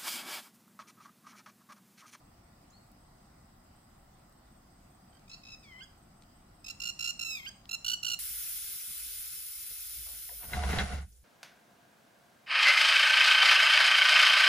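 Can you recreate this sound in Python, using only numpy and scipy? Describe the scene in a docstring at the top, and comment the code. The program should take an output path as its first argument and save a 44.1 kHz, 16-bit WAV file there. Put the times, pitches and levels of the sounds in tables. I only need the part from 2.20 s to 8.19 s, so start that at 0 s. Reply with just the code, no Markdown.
"""A shrike-like bird scolds in tall grass: farther off, then from a near perch, where it turns its head.
Each squawk is a rattle of short reedy pulses from the syrinx membrane; two run on into a sagging
whine that flips up at the end. A small bird chips twice, a cricket chirps with its wings and dry
stems tick. Low wind rumble lies under the hiss of grass and insects."""
import sys
import numpy as np
from scipy import signal
from scipy.fft import rfft, irfft, next_fast_len
from scipy.io import wavfile
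from scipy.ndimage import uniform_filter1d, map_coordinates

SR = 44100
rng = np.random.default_rng(int(sys.argv[2]) if len(sys.argv) > 2 else 0)


def dump_mix(stems):
    """Bounce the given channels to the path in sys.argv[1] as a 16-bit WAV at rate SR."""
    frames = np.atleast_2d(stems).T  # one column per channel
    limited = np.clip(frames, -1, 1)  # hard clip at full scale
    pcm = np.round(limited * 32767).astype(np.int16)
    wavfile.write(sys.argv[1], SR, pcm)


N = 264159


def amp(db):
    """Decibels to gain."""
    return 10 ** (np.asarray(db) / 20)


def unit_rms(x):
    """Scale to rms 1."""
    return x / np.sqrt(np.mean(x ** 2) + 1e-20)


def along(points, hz):
    """Interpolate (Hz, value) points on a log axis."""
    f, v = np.transpose(points)
    return np.interp(np.log(hz + 1), np.log(f + 1), v)


def wobble(rate_hz, n):
    """Smooth random curve, rate_hz knots a second."""
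    knots = rng.standard_normal(int(n * rate_hz / SR) + 4)
    return map_coordinates(knots, [np.arange(n) * rate_hz / SR])


def filtered(x, response):
    """Apply a complex frequency response."""
    m = next_fast_len(N + SR // 2)
    return irfft(rfft(x, m) * response(np.fft.rfftfreq(m, 1 / SR)), m)[..., :N]


def add(track, start_s, sound):
    """Mix a sound into a track."""
    part = track[..., max(round(start_s * SR), 0):][..., :sound.shape[-1]]
    part += sound[..., :part.shape[-1]]


# Background width. Each row: frequency in Hz, left-right correlation.
CORRELATION = [(120, 1), (240, 0.95), (480, .15), (950, 0.14), (1890, .15), (3770, 0.044), (7520, -0.24),
               (15000, 0.095)]
# Background balance. Each row: frequency in Hz, left minus right in dB.
BALANCE = [(380, 0.5), (700, -0.5), (1290, .5), (2380, -1.5), (4400, -3), (8120, 1.5), (15000, 1.5)]

def rush(spectrum, patchy_db):
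    """Stereo noise of rms 1 with drifting patches; nearly mono in the bass."""
    def mid_side(hz):
        angle = np.arccos(np.clip(along(CORRELATION, hz), -1, 1)) / 2
        return amp(along(spectrum, hz)) * [np.cos(angle), np.sin(angle)]
    bins = signal.stft(rng.standard_normal((2, N)), nperseg=512)[2]
    patches = uniform_filter1d(rng.standard_normal(bins.shape[1:]), size=5, axis=0)
    patches = uniform_filter1d(patches, size=16, axis=1)
    noise = signal.istft(bins * amp(patchy_db * unit_rms(patches)), nperseg=512)[1][:, :N]
    mid, side = filtered(noise, mid_side)
    stereo = np.array([mid + side, mid - side])
    return unit_rms(filtered(stereo, lambda hz: amp(np.outer([.5, -.5], along(BALANCE, hz)))))


# Wind and hiss spectra. Each row: frequency in Hz, relative density in dB.
WIND_SPECTRUM = [(13, -37), (22, -3), (49, -2), (130, -5.5), (186, -4.5), (346, -13), (380, -14.5),
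                 (410, -20.5), (609, -15.5), (722, -11), (940, -18), (1070, -16), (1400, -18),
                 (1590, -24.5), (2000, -23.5), (2600, -55), (4400, -120)]
HISS_SPECTRUM = [(1180, -28), (2000, -4), (2660, -4.5), (3830, -6.5), (4450, -6), (4900, -0.5),
                 (5400, -5.5), (5900, -9), (7450, -7.5), (8030, 2), (8600, -9), (12400, -12.5),
                 (15100, -8.5), (15800, -12.5)]

def air(wind_db=-59.6, hiss_db=-69):
    """Low wind rumble under the hiss of grass and distant insects."""
    wind = amp(wind_db) * rush(WIND_SPECTRUM, patchy_db=.44)
    return wind + amp(hiss_db) * rush(HISS_SPECTRUM, patchy_db=1.8)


# Field reverberation. Each row: frequency in Hz, T60 in seconds.
FIELD_DECAY = [(1000, 0.51), (3000, 0.39), (6000, 0.59), (14000, 0.21)]

def field_scatter(x, delay_s=.003, early_gain=.67, early_s=.018):
    """Nearby stems scatter an early cluster; grass and the edge of the wood add a faint tail."""
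    hz, t, bins = signal.stft(rng.standard_normal((2, SR // 2)), SR, nperseg=256)
    decay = amp(-60 * t / along(FIELD_DECAY, hz)[:, None]) * (1 + early_gain * np.exp(-t / early_s))
    tail = signal.istft(bins * decay, SR, nperseg=256)[1]
    delayed = np.pad(x, (int(delay_s * SR), 0))[None]
    return signal.fftconvolve(delayed, tail / np.linalg.norm(tail[0]), axes=1)[:, :N]


# Stem ticks. Each row: start in seconds, relative peak in dB, band centre in Hz.
STEM_TICKS = [(.716, -57, 9500), (2.095, -57, 10000), (2.124, -58, 9000), (2.994, -55, 4900),
              (3.435, -59, 9000), (4.022, -48.5, 3560), (4.035, -59, 3540), (5.455, -45.5, 3240)]

def stem_ticks(t60_s=.011, log_width=.45, gain_db=3):
    """Dry stems snap against each other."""
    track, t = np.zeros((2, N)), np.arange(SR // 20) / SR
    hz = np.fft.rfftfreq(SR // 10, 1 / SR) + 1
    for start_s, db, centre_hz in STEM_TICKS:
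        noise = rng.standard_normal(len(t)) + .77 * rng.standard_normal((2, len(t)))
        crack = np.pad(noise * amp(-60 * t / t60_s), ((0, 0), (32, 0)))
        band = np.exp(-.5 * (np.log(hz / centre_hz) / log_width) ** 2)
        snap = irfft(rfft(crack, SR // 10) * band)
        add(track, start_s, amp(db + gain_db) * snap / np.abs(snap).max())
    return track


# Chirp runs. Each row: start in seconds, chirp count, spacing in seconds.
CHIRP_RUNS = [(.038, 8, .1935), (1.555, 9, .191), (3.393, 11, .1915)]
# Uneven swell of the chirps. Each row: time in seconds, relative level in dB.
CHIRP_LEVELS = [(0, -73), (1.7, -71.5), (2.6, -68.5), (3.0, -64.5), (3.7, -68), (4.5, -67.5), (4.85, -61),
                (5.3, -65)]

def cricket(wing_hz=8200, stroke_s=.027, spacing_s=.045, gain_db=-1, pan_db=1):
    """Two wing strokes a chirp, each ringing the wing at its resonance."""
    song, n = np.zeros(N), int(stroke_s * SR)
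    envelope = signal.windows.tukey(n, .6)
    chirps = [start_s + k * gap_s for start_s, count, gap_s in CHIRP_RUNS for k in range(count)]
    for chirp_s in chirps:
        db = np.interp(chirp_s, *np.transpose(CHIRP_LEVELS))
        for start_s in (chirp_s, chirp_s + spacing_s):
            phase = 2 * np.pi * np.cumsum(wing_hz + 60 * wobble(450, n)) / SR
            add(song, start_s - .004, amp(db + gain_db) * envelope * np.sin(phase))
    return song * amp([[pan_db], [-pan_db]]) + amp(-8) * field_scatter(song)


# Two notes a chip. Each row: start and length in seconds, start and end pitch in Hz, relative dB.
CHIP_NOTES = [(0.5, .013, 5500, 7350, -57.5), (0.516, 0.075, 3940, 4450, -60),
              (3.09, .017, 5800, 7400, -55), (3.107, .05, 3900, 4580, -49)]

def small_bird():
    """Thin whistles slide up and level off, half lost in their own scatter."""
    song = np.zeros(N)
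    for start_s, length_s, start_hz, end_hz, db in CHIP_NOTES:
        u = np.linspace(0, 1, int(length_s * SR))
        pitch_hz = start_hz + (end_hz - start_hz) * np.sin(np.pi / 2 * u) + 45 * wobble(610, len(u))
        envelope = np.abs(np.sin(np.pi * u)) ** .73
        add(song, start_s, amp(db) * envelope * np.sin(2 * np.pi * np.cumsum(pitch_hz) / SR))
    return amp(-4) * song + amp(-6) * field_scatter(song)


def syrinx(pitch_hz, middle_db, top_db, rasp, jitter, chaos=.12, flutter_db=1.6, hiss_db=8.5):
    """Two rows: the membrane's harmonics, and the air hiss it chops once a cycle."""
    n = len(pitch_hz)
    rasp = np.clip(rasp, 0, .95)
    pitch_hz = pitch_hz * (1 + (jitter + chaos * rasp ** 2) * wobble(900, n))
    phase = 2 * np.pi * np.cumsum(pitch_hz) / SR
    harmonics = np.arange(1, 15)[:, None]
    middle = np.interp(harmonics, [2, 4, 7, 11], [0, 1, 1, 0])
    top = np.interp(harmonics, [7, 10], [0, 1])
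    # The membrane never closes twice alike, so each harmonic flutters.
    flutter = flutter_db * np.array([wobble(89, n) for _ in harmonics])
    strength = amp(middle_db * middle + top_db * top + flutter) * (harmonics * pitch_hz < SR / 2)
    tone = np.sum(strength * np.cos(harmonics * phase), axis=0) * np.sqrt(2)
    hiss = amp(hiss_db + middle_db) * rasp * (1 + .78 * np.cos(phase)) * rng.standard_normal(n)
    return np.array([tone * np.sqrt(1 - rasp ** 2), hiss])


def pulse(length_s, pitch_hz, rasp, rise_s=.0041, fall_s=.0048, lock_s=.0029):
    """One puff: it rasps until the membrane locks in; pitch arches and sags with the pressure."""
    t = np.arange(int((length_s + fall_s / 2) * SR)) / SR
    u = t / t[-1]
    gate = np.sin(np.pi / 2 * np.clip(np.minimum(t / rise_s, (t[-1] - t) / fall_s), 0, 1))
    arch = .051 * (np.sin(np.pi * u) - .72)
    sag = .018 * (u - .5)
    bent_hz = pitch_hz * (1 + arch - sag + .0031 * wobble(260, len(t)))
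    rough = rasp * (.39 + 1.5 * np.exp(-(t / lock_s) ** 2))
    voice = syrinx(bent_hz, middle_db=0, top_db=-1.5, rasp=rough, jitter=.003, chaos=.04, flutter_db=.7)
    return gate * voice


def rattle(count, spacing_s, last_s, full_hz, soft_db, rasp, pulse_s=.0122, build_pulses=1.3):
    """Pulses grow louder, higher and longer as effort builds; the last has its own length."""
    sound = np.zeros((2, SR // 4))
    for k, (late, sharp, loud) in enumerate(rng.standard_normal((count, 3))):
        slack = np.exp(-k / build_pulses)
        effort_db = -soft_db * slack
        length_s = last_s if k == count - 1 else pulse_s * (1 - .32 * slack)
        pitch_hz = full_hz * (1 + .0065 * effort_db + .009 * sharp)
        rough = rasp * (.75 + .8 * np.sin(np.pi * k / (count - 1)))  # harshest halfway
        puff = amp(effort_db + .8 * loud) * pulse(length_s, pitch_hz, rough)
        add(sound, k * spacing_s + .0006 * late, puff)
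    return sound


# Squawks. Each row: start in seconds, pulse count, spacing and last pulse length in seconds,
# full-effort pitch in Hz and relative level in dB, soft start in dB, rasp from 0 to 1.
SQUAWK_RATTLES = [(2.926, 3, .02, .011, 1570, -65, 3, .45), (3.077, 4, .018, .019, 1345, -48, 13, .42),
                  (3.233, 6, .0166, .033, 1305, -52, 3, .4), (4.443, 4, .0187, .016, 1352, -36.5, 8, .45),
                  (4.6, 6, .0172, .018, 1390, -32.3, 3.5, .27), (4.79, 7, .0165, .021, 1378, -31.3, 2, .27),
                  (4.992, 3, .0168, .014, 1362, -32.5, 0, .17), (5.491, 3, .0188, .025, 1400, -32, 7, .2),
                  (5.644, 6, .0174, .014, 1438, -28.7, 3, .34), (5.829, 7, .017, .015, 1418, -29.8, 2, .3)]

def squawks():
    """One rattle of the syrinx per squawk."""
    track = np.zeros((2, N))
    for start_s, count, spacing_s, last_s, pitch_hz, db, soft_db, rasp in SQUAWK_RATTLES:
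        add(track, start_s, amp(db) * rattle(count, spacing_s, last_s, pitch_hz, soft_db, rasp))
    return track


def whine(contour, gain_db, top_db, hollow_db, rasp_range, shudder_db, sag_power, edge_s=.004):
    """A thin held note: the further it sags, the hollower, rougher and shakier it gets."""
    times, *columns = np.transpose(contour)
    t = np.arange(times[0] - edge_s / 2, times[-1] + edge_s, 1 / SR)
    pitch_hz, db = [np.interp(t, times, column) for column in columns]
    sag = ((pitch_hz.max() - pitch_hz) / np.ptp(pitch_hz)) ** sag_power
    gate = np.clip(np.minimum(t - t[0], t[-1] - t) / edge_s, 0, 1)
    shudder = shudder_db * np.sqrt(sag) * wobble(260, len(t))
    rasp = np.interp(sag, [0, 1], rasp_range)
    voice = syrinx(pitch_hz, -1.5 + hollow_db * sag, top_db, rasp, jitter=.0035)
    return gate * amp(db + gain_db + shudder) * voice


# Whine contours. Each row: time in seconds, pitch in Hz, relative level in dB.
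FAR_CONTOUR = [(3.425, 1278, -70), (3.437, 1222, -64), (3.459, 1134, -66), (3.549, 992.5, -53),
               (3.571, 1022, -57), (3.605, 1069, -55)]
NEAR_CONTOUR = [(5.045, 1341, -40), (5.099, 1327, -39), (5.149, 1259, -43), (5.175, 1180, -45),
                (5.201, 1079, -54), (5.229, 1054, -52), (5.245, 1072, -56), (5.255, 1100, -50)]

def whines():
    """A rough, hollow far whine, then a clearer near one."""
    track = np.zeros((2, N))
    far = whine(FAR_CONTOUR, gain_db=4.5, top_db=-10, hollow_db=-28,
                rasp_range=(.25, .28), shudder_db=1.5, sag_power=2.3)
    near = whine(NEAR_CONTOUR, gain_db=5.5, top_db=0, hollow_db=-11,
                 rasp_range=(.025, .14), shudder_db=2.8, sag_power=.8)
    add(track, FAR_CONTOUR[0][0], far)
    add(track, NEAR_CONTOUR[0][0], near)
    return track


# Whine endings. Each row: start and length in seconds, start and end pitch in Hz,
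# relative level in dB, rasp from 0 to 1.
WHINE_FLIPS = [(3.604, .044, 1330, 1660, -46.5, .45), (5.255, .042, 1150, 1635, -34.5, .9)]

def flips(hollow_db=-23, fade_db=-6.5, top_db=-4, climb_share=.8, clear_share=.5, edge_s=.005):
    """The voice breaks upward: a hollow rasp that clears and fills out as the pitch climbs."""
    track = np.zeros((2, N))
    for start_s, length_s, start_hz, end_hz, db, rasp in WHINE_FLIPS:
        t = np.arange(int(length_s * SR)) / SR
        u = t / length_s
        risen = np.sin(np.pi / 2 * np.minimum(u / climb_share, 1))
        pitch_hz = start_hz + (end_hz - start_hz) * risen
        gate = np.clip(np.minimum(t, length_s - t) / edge_s, 0, 1)
        rough = rasp * np.exp(-(u / clear_share) ** 2)
        voice = syrinx(pitch_hz, hollow_db * (1 - risen ** 4), top_db, rough, jitter=.004)
        add(track, start_s, gate * amp(db + fade_db * risen ** 4) * voice)
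    return track


def perch(voice, pose, direct_db, scatter_db):
    """Throat and beak colour the call; each side has its own gain and delay, the scatter their mean."""
    f, left_db, right_db, lead_rad = np.transpose(pose)
    def response(hz):
        turn = np.exp(.5j * np.interp(hz, f, lead_rad))
        left, right = amp(along(np.c_[f, left_db], hz)), amp(along(np.c_[f, right_db], hz))
        return np.array([left * turn, right / turn])
    mean_db = 10 * np.log10((amp(left_db) ** 2 + amp(right_db) ** 2) / 2)
    diffuse = filtered(voice, lambda hz: amp(along(np.c_[f, mean_db], hz)))
    return amp(direct_db) * filtered(voice, response) + amp(scatter_db) * field_scatter(diffuse)


# Syrinx hiss. Each row: frequency in Hz, gain in dB.
RASP_SPECTRUM = [(900, -38), (1600, -7), (2300, -12.5), (3500, 0), (5000, 5.5), (7000, 0), (9000, 11),
                 (15000, 1)]
# Voice colour per pose. 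Each row: frequency in Hz, left and right gain in dB, left lead in radians.
FAR_POSE = [(1000, -22, -26, 1.5), (1300, -19, -18.5, 2.9), (1530, -18, -2.5, 1.4), (2070, -1.5, -8, 1.4),
            (2620, -0.5, -4.5, 1.87), (3200, -8, -1, 6.9), (3900, -4.5, -12.5, 7.5), (5100, -11, 0, 8.4),
            (6470, -16, -10, 10), (7700, -27, -19, 22), (9100, -25, -38, 16.4), (10300, -37, -45, 15)]
NEAR_POSE = [(1010, -21, -56, 2.2), (1397, -29, -21, 1.4), (1650, -10, -8, 2.1), (2240, -1.5, -6.5, 2.3),
             (2890, -20, -0.2, 1.57), (3390, -4.5, -5, 4.8), (4040, -8.5, -20.5, 5.05), (5120, -9, 2, 7.2),
             (5360, -12, -9, 7.47), (7160, -20, -8.5, 11.8), (8240, -18.5, -18, 14.85),
             (10800, -30.5, -36, 17.2), (11870, -22, -39, 23), (13450, -18, -47, 39),
             (15200, -31, -56, 25.6)]
TURNED_POSE = [(1330, -31, -22, 1.5), (2980, -14, 0.8, 0.2), (4500, -8.5, -8.5, 1.13),
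               (5670.0, -11, -9, 2.63), (6950, -19, -8.5, 6.8), (8600, -15.5, -22, 10),
               (9600, -34, -27.5, 12), (11200, -20.5, -31, 16), (13000, -19, -40, 16.5),
               (13900, -16, -47, 45), (15600.0, -31, -56, 17)]
# Boundaries of the three poses in seconds.
POSE_EDGES_S = [0, 4.2, 5.42, 6]

def scolding_bird():
    """The bird calls from farther off, from nearby, then with its head turned."""
    tone, hiss = squawks() + whines() + flips()
    voice = tone + filtered(hiss, lambda hz: amp(along(RASP_SPECTRUM, hz)))
    t = np.arange(N) / SR
    spans = zip(POSE_EDGES_S, POSE_EDGES_S[1:])
    far, near, turned = [voice * (t >= start_s) * (t < end_s) for start_s, end_s in spans]
    return (perch(far, FAR_POSE, direct_db=1.5, scatter_db=-7)
            + perch(near, NEAR_POSE, direct_db=0, scatter_db=-11.2)
            + perch(turned, TURNED_POSE, direct_db=1, scatter_db=-10.5))


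def scene():
    """Everything in the field, in stereo."""
    return scolding_bird() + small_bird() + cricket() + stem_ticks() + air()


def record(dry):
    """Brick-wall low-pass."""
    return filtered(dry, lambda hz: hz < 15850)


dry = scene()
out = record(dry)
dump_mix(out)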